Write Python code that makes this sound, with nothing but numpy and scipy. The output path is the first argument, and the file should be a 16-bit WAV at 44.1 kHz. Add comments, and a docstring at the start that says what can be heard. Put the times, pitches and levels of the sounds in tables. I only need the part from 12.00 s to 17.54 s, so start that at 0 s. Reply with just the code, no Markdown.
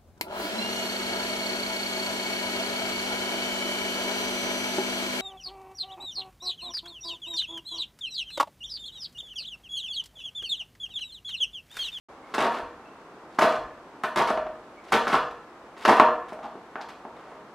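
"""A large knife slices an onion on a plastic board on a wooden counter, in a quiet but echoing kitchen.
Faint, thin whistles sound in the background over the soft rush of the air. In each of five cuts the skin
creaks and cracks, the layers burst in runs of tiny snaps, the blade knocks and the counter shudders.
At last wet slices topple and squeak on the board, and a piece is set aside.
Snaps and knocks excite the resonances of board and counter, which radiate into the room."""
import sys
import numpy as np
from scipy import signal
from scipy.fft import rfft, irfft, next_fast_len
from scipy.io import wavfile
from scipy.ndimage import uniform_filter1d

SR = 44100
rng = np.random.default_rng(int(sys.argv[2]) if len(sys.argv) > 2 else 0)


def store_wav(level_fs):
    """Save 16-bit WAV to argv[1]."""
    pcm = np.round(np.clip(np.atleast_2d(level_fs), -1, 1) * 32767)
    wavfile.write(sys.argv[1], SR, pcm.T.astype(np.int16))


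N = 244314
SIZE = next_fast_len(N + SR, True)
HZ = np.maximum(np.arange(SIZE // 2 + 1) * SR / SIZE, 1)
TIME = np.arange(N) / SR

# tough skins crack: (time [s], length [s], level [dB], peak of the jolt [dB], level of the creak [dB])
SKINS = [(0.339, .024, -31, -21, -63.5), (1.386, 0.0088, -22.5, -7, -64.5), (2.035, 0.023, -31.5, -13, -75),
         (2.92, 0.012, -20.5, -14.5, -59), (3.068, .055, -34, -12.5, -55), (3.85, 0.0097, -21, -7, -51.5)]
# the blade plunges through the flesh:
# (time [s], length [s], level [dB], treble [dB], bass [dB], easing per layer [dB])
PLUNGES = [(0.38, 0.09, -26, -4, -5, 0.5), (1.41, 0.051, -24, 0, 1, 0.5), (2.159, .066, -24, -1, -3, 1),
           (2.93, 0.043, -22, -3.5, -1, 3), (3.122, 0.043, -23.5, -6.5, -6.5, 0),
           (3.876, .068, -23, -3.5, 3, 3.5)]
# the blade is drawn through the last thin layers to rest: (time [s], length [s], level [dB])
DRAWS = [(0.518, 0.079, -39), (1.476, 0.092, -38), (2.27, 0.041, -31), (3.12, .025, -37),
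         (3.963, 0.05, -31.5)]


def from_db(db):
    """Amplitude ratio of a level."""
    return 10 ** (np.asarray(db) / 20)


def rms_one(x):
    """Normalisation to an rms of 1."""
    return x / np.sqrt(np.mean(x ** 2) + 1e-20)


def at_hz(points, hz):
    """Interpolation on a log-frequency axis."""
    frequencies, values = np.array(points).T
    return np.interp(np.log(hz), np.log(frequencies), values)


def add(track, s, sound):
    """Superposition of a sound starting at time s."""
    at = int(round(s * SR))
    track[at:at + len(sound)] += sound[:max(N - at, 0)]


def band(x, hz, kind, order=2):
    """Butterworth filter."""
    sections = signal.butter(order, np.clip(hz, 10, .48 * SR), kind, fs=SR, output="sos")
    return signal.sosfilt(sections, x)


def shelf(x, hz, kind, gain_db):
    """First-order shelving of the low or the high end."""
    return x + (from_db(gain_db) - 1) * band(x, hz, kind, order=1)


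def causal(level_db):
    """Minimum-phase spectrum with these levels: nothing sounds before its cause."""
    cepstrum = irfft(np.log(from_db(level_db)), SIZE)
    cepstrum[1:SIZE // 2] *= 2
    cepstrum[SIZE // 2 + 1:] = 0
    return np.exp(rfft(cepstrum))


def room_air(level_db=-48):
    """Stationary coloured noise: the soft rush of the kitchen air, as a spectrum."""
    # spectral envelope of the air: (frequency [Hz], relative level [dB])
    colour = [(25, -26), (55, -9), (100, -14), (150, -7), (330, 1), (600, -2), (1100, -2), (1400, -6.5),
              (2000, -15), (3000, -22.5), (5000, -29), (8000, -34.5), (12000, -42.5), (15500, -50)]
    rush = irfft(rfft(rng.standard_normal(SIZE)) * from_db(at_hz(colour, HZ)), SIZE)
    return rfft(from_db(level_db) * rms_one(rush))


def whistles_and_squeaks(half_width_hz):
    """Narrow-band noise is heard as an unsteady tone; each one swells and fades."""
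    # three faint, thin, high whistles in the background; then wet slices stick and slip on the board:
    # (time [s], length [s], pitch [Hz], level [dB])
    tones = [(.188, 0.14, 2150, -67), (0.799, 0.14, 2670, -67.5), (2.76, 0.053, 2250, -61),
             (4.332, .1, 654, -50.5), (4.421, 0.0578, 800, -44.5), (4.763, 0.082, 846, -45)]
    out = np.zeros(N)
    for s, length, hz, level_db in tones:
        tone = band(rng.standard_normal(SR // 2), [hz - half_width_hz, hz + half_width_hz], "band")
        swell = np.sqrt(np.hanning(int(length * SR)))
        add(out, s, from_db(level_db) * swell * rms_one(tone[-len(swell):]))
    return out


def snaps(per_s, spread_db):
    """A Poisson process of clicks of uneven size; rms 1."""
    sizes = from_db(spread_db * np.minimum(rng.exponential(1, N), 3))
    signs = rng.choice([-1, 1], N)
    return rms_one(sizes * signs * (rng.random(N) < per_s / SR))


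def crunch_runs(creak_s=.085, layers=3, duller_db=3):
    """Fracture advances in stages; rows of (time [s], length [s], level [dB], treble [dB], bass [dB])."""
    # wet slices peel off, topple and slide: (time [s], length [s], level [dB], treble [dB])
    slides = [(3.31, .004, -54, 16), (4.279, .03, -58.5, 13.5), (4.325, 0.011, -50.5, 8.5),
              (4.428, 0.045, -44.5, -8), (4.806, 0.018, -51.5, 14), (4.887, .024, -52, 11.5),
              (5.162, 0.22, -53, -11)]
    runs = []
    for s, length, level_db, _, creak_db in SKINS:
        # the creak swells in two steps as pressure builds, then the skin cracks
        runs.append((s - creak_s, creak_s / 2, creak_db - 4.5, 13, -2))
        runs.append((s - creak_s / 2, creak_s / 2, creak_db, 13, -2))
        runs.append((s, length, level_db, 4.5, -2))
    for s, length, level_db, treble_db, bass_db, easing_db in PLUNGES:
        for layer in range(layers):
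            depth = layer - (layers - 1) / 2
            runs.append((s + layer * length / layers, length / layers,
                         level_db - easing_db * depth, treble_db - duller_db * depth, bass_db))
    return runs + [(*draw, 0.5, -6) for draw in DRAWS] + [(*slide, 0) for slide in slides]


def crunch(juice_db, crackle_db, crackle_hz, tear_s, fade_db, treble_hz, bass_hz, bite_s):
    """Acoustic emission: cells burst over a wet hiss and skins tear in crackles, driving the board."""
    # spectral envelope of the crunch: (frequency [Hz], relative level [dB])
    colour = [(40, -23), (100, -27), (150, -12), (220, -3), (400, -0.5), (700, 0), (1050, 3), (1500, -3.5),
              (2000, -8), (3300, -16.5), (5000, -23), (7000, -30.5), (10000, -35.5), (15500, -48.5)]
    cells = snaps(per_s=1800, spread_db=3.0) + from_db(juice_db) * rng.standard_normal(N)
    ruptures = np.abs(snaps(per_s=320, spread_db=1)) + 1e-9
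    tears = signal.lfilter([1], [1, -np.exp(-1 / (tear_s * SR))], ruptures)   # exponential decays
    crackle = band(tears * rng.standard_normal(N), crackle_hz, "high")
    out = np.zeros(N)
    for s, length, level_db, treble_db, bass_db in crunch_runs():
        span = slice(int(s * SR), int((s + length) * SR) + 2)
        run = shelf(rms_one(cells[span]), crackle_hz, "high", gain_db=-11.5)
        run += from_db(crackle_db) * rms_one(crackle[span])
        bite = 1 - np.exp(-TIME[:len(run)] / bite_s)
        easing = from_db(fade_db * np.linspace(.5, -.5, len(run)))   # pressure falls as the layer parts
        run = np.pad(run * bite * easing, (0, SR // 100))
        run = shelf(run, treble_hz, "high", treble_db)   # crisp outer layers add treble
        run = shelf(run, bass_hz, "low", bass_db)   # a hard push adds bass
        add(out, s, from_db(level_db) * run)
    return signal.fftconvolve(out, board_response(colour))[:N]


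def board_response(colour):
    """Impulse response of board and counter: modal peaks and dips on a spectral envelope; energy 1."""
    # resonances and antiresonances: (frequency [Hz], width [Hz], gain [dB])
    modes = [(150, 14, 10), (176, 16, -6), (203, 12, 3), (236, 16, 7), (290, 16, -4), (316, 12, 3),
             (376, 12, 4), (480, 22, 6), (540, 40, -7), (625, 11, 11), (654, 12, 5), (686, 16, 5),
             (722, 18, 3), (788, 18, 6), (830, 60, -4), (925, 36, 7), (985, 16, -4), (1025, 20, 2),
             (1051, 14, 4), (1111, 14, 5), (1182, 24, 5), (1303, 14, 5), (1333, 16, 5), (1508, 36, 5),
             (1600, 70, -3), (1683, 14, 4), (1717, 16, 5), (2190, 60, 3), (2720, 150, 2), (3350, 250, 2),
             (3850, 150, 2)]
    modes_db = sum(db / (1 + (2 * (HZ - hz) / width) ** 2) for hz, width, db in modes)
    ring = irfft(causal(at_hz(colour, HZ) + modes_db), SIZE)[:SR // 4]
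    return ring / np.sqrt(np.sum(ring ** 2))


def knocks(spot_db, spot_width, bass_hz, fleshy_hz, bass_db_per_octave):
    """Impact excitation: a soft contact trades treble for bass, and each spot favours its own modes."""
    # blade, slices and fingers strike the board:
    # (time [s], peak [dB], contact cutoff [Hz], pitch of the struck spot [Hz])
    impacts = [ (.382, -11, 3000, 950), (.4595, -15.5, 1200, 680), (.595, -25.5, 800, 960),
               (1.4225, -10, 1980, 680), (1.5228, -20.5, 9000, 715), (2.200, -13, 1610, 710),
               (2.3045, -13, 1100, 660), (2.375, -17.5, 3030, 635), (2.4675, -26, 2470, 625),
               (3.143, -11, 2520, 1140), (3.885, -10, 990, 880), (3.894, -3, 1200, 940),
               (3.9985, 2, 3500, 1060), (4.0205, -8.5, 860, 910), (4.3225, -26.5, 695, 620),
               (4.3905, -30.5, 1800, 746), (4.4615, -30.5, 1300, 815), (4.5545, -32.5, 497, 378),
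               (4.7565, -20.5, 2200, 1570), (5.0515, -27.5, 696, 850)]
    # spectral envelope of a knock: (frequency [Hz], relative level [dB])
    colour = [(40, -47), (110, -25), (220, -3), (500, -1.5), (1050, 0.5), (1600, -6), (2500, -13.5),
              (5000, -28), (15000, -48)]
    # each cracking skin jolts the board a moment later; columns as for the impacts
    jolts = [(s + 0.002597, jolt_db, 2730, 1500) for s, _, _, jolt_db, _ in SKINS]
    out, ring = np.zeros(N), board_response(colour)
    for s, peak_db, contact_hz, spot_hz in list(impacts) + jolts:
        bass_db = bass_db_per_octave * np.log2(fleshy_hz / contact_hz)
        blow = shelf(band(ring, contact_hz, "low", order=1), bass_hz, "low", bass_db)
        spot_band_hz = spot_hz * np.exp([-spot_width, spot_width])
        blow += from_db(spot_db) * band(blow, spot_band_hz, "band", order=1)
        add(out, s, from_db(peak_db) * blow / np.abs(blow).max())
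    return out


def counter_thuds(band_hz, t60, plunge_db, rest_db):
    """Damped vibration: the heavy counter takes the hand's weight as the blade plunges and as it stops."""
    out, t = np.zeros(N), TIME[:SR // 2]
    plunges = [(s, plunge_db) for s, *_ in PLUNGES]
    rests = [(s + length, rest_db) for s, length, _ in DRAWS]
    for s, peak_db in plunges + rests:
        shudder = band(rng.standard_normal(len(t)) * from_db(-60 * t / t60), band_hz, "band")
        add(out, s, from_db(peak_db) * shudder / np.abs(shudder).max())
    return out


def reflections(near_db, near_t60, tail_db, gap_s):
    """Reverberation, as a spectrum: early echoes off counter and cupboards, then a diffuse tail."""
    # decay of the kitchen, fastest in the top treble: (frequency [Hz], reverberation time [s])
    kitchen_t60 = [(100, 0.23), (300, 0.54), (700, 0.5), (1500, 0.52), (4000, 0.39), (8000, 0.38),
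                   (15000, 0.17)]
    t, tail = TIME[:SR], np.zeros(SR)
    white = rfft(rng.standard_normal(SR))
    hz, edges = np.arange(len(white)), np.geomspace(20, SR / 2, 15)
    for low, high in zip(edges, edges[1:]):
        t60 = at_hz(kitchen_t60, np.sqrt(low * high))
        tail += irfft(white * (hz >= low) * (hz < high), SR) * from_db(-60 * t / t60)
    near = rng.standard_normal(SR) * from_db(-60 * t / near_t60)
    arrival = 1 - np.exp(-(t / gap_s) ** 2)
    echoes = from_db(near_db) * rms_one(near * arrival) + from_db(tail_db) * rms_one(tail * arrival)
    return rfft(echoes / np.sqrt(SR), SIZE)


def even_path(echoes, smooth_hz):
    """Transfer function of direct sound plus a diffuse field, evened to lengthen without colouring."""
    path = 1 + echoes
    power = uniform_filter1d(np.abs(path) ** 2, int(smooth_hz * SIZE / SR))
    return path * causal(10 * np.log10(power.mean() / power))


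def scene():
    """Mid-side stereo: the board is heard dead centre; only reflections and room air have width."""
    # two close microphones hear the cutting nearly alike, the air less so:
    # (frequency [Hz], gain of the side signal [dB])
    cut_width = [(250, -62), (500, -69), (900, -31), (1900, -13.5), (3300, -12), (5000, -8), (11000, -4)]
    air_width = [(200, -50), (400, -35.5), (800, -17.5), (1400, -10), (2100, -2.5), (5000, -1), (15000, -1)]
    onion = crunch(juice_db=-20.5, crackle_db=0.5, crackle_hz=3550, tear_s=0.00019,
                   fade_db=3, treble_hz=2870, bass_hz=474, bite_s=0.00054)
    blows = knocks(spot_db=4.0, spot_width=0.11, bass_hz=485, fleshy_hz=1480, bass_db_per_octave=3.5)
    direct = rfft(onion + blows + whistles_and_squeaks(half_width_hz=73), SIZE)
    centre = reflections(near_db=2.5, near_t60=0.086, tail_db=0.0, gap_s=0.00062)
    across = reflections(near_db=-1.5, near_t60=0.052, tail_db=-1.0, gap_s=0.002)
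    mid = irfft(direct * even_path(centre, smooth_hz=40.0) + room_air(), SIZE)[:N]
    mid += counter_thuds(band_hz=[28.8, 95], t60=0.77, plunge_db=-50, rest_db=-46.5)
    side_echoes = direct * across * from_db(at_hz(cut_width, HZ))
    side_air = room_air() * from_db(at_hz(air_width, HZ))
    side = irfft(side_echoes + side_air, SIZE)[:N]
    return np.array([mid + side, mid - side])


def record(dry):
    """Clipping and band limiting: the input opens after a moment, overloads and loses its top."""
    start_s, cutoff_hz = .085, 15800
    opened = np.clip((TIME - start_s) / .005, 0, 1)
    top_cut = signal.ellip(12, .1, 80, cutoff_hz, fs=SR, output="sos")
    return signal.sosfilt(top_cut, np.clip(dry * opened, -1, 1))


dry = scene()
out = record(dry)
store_wav(out)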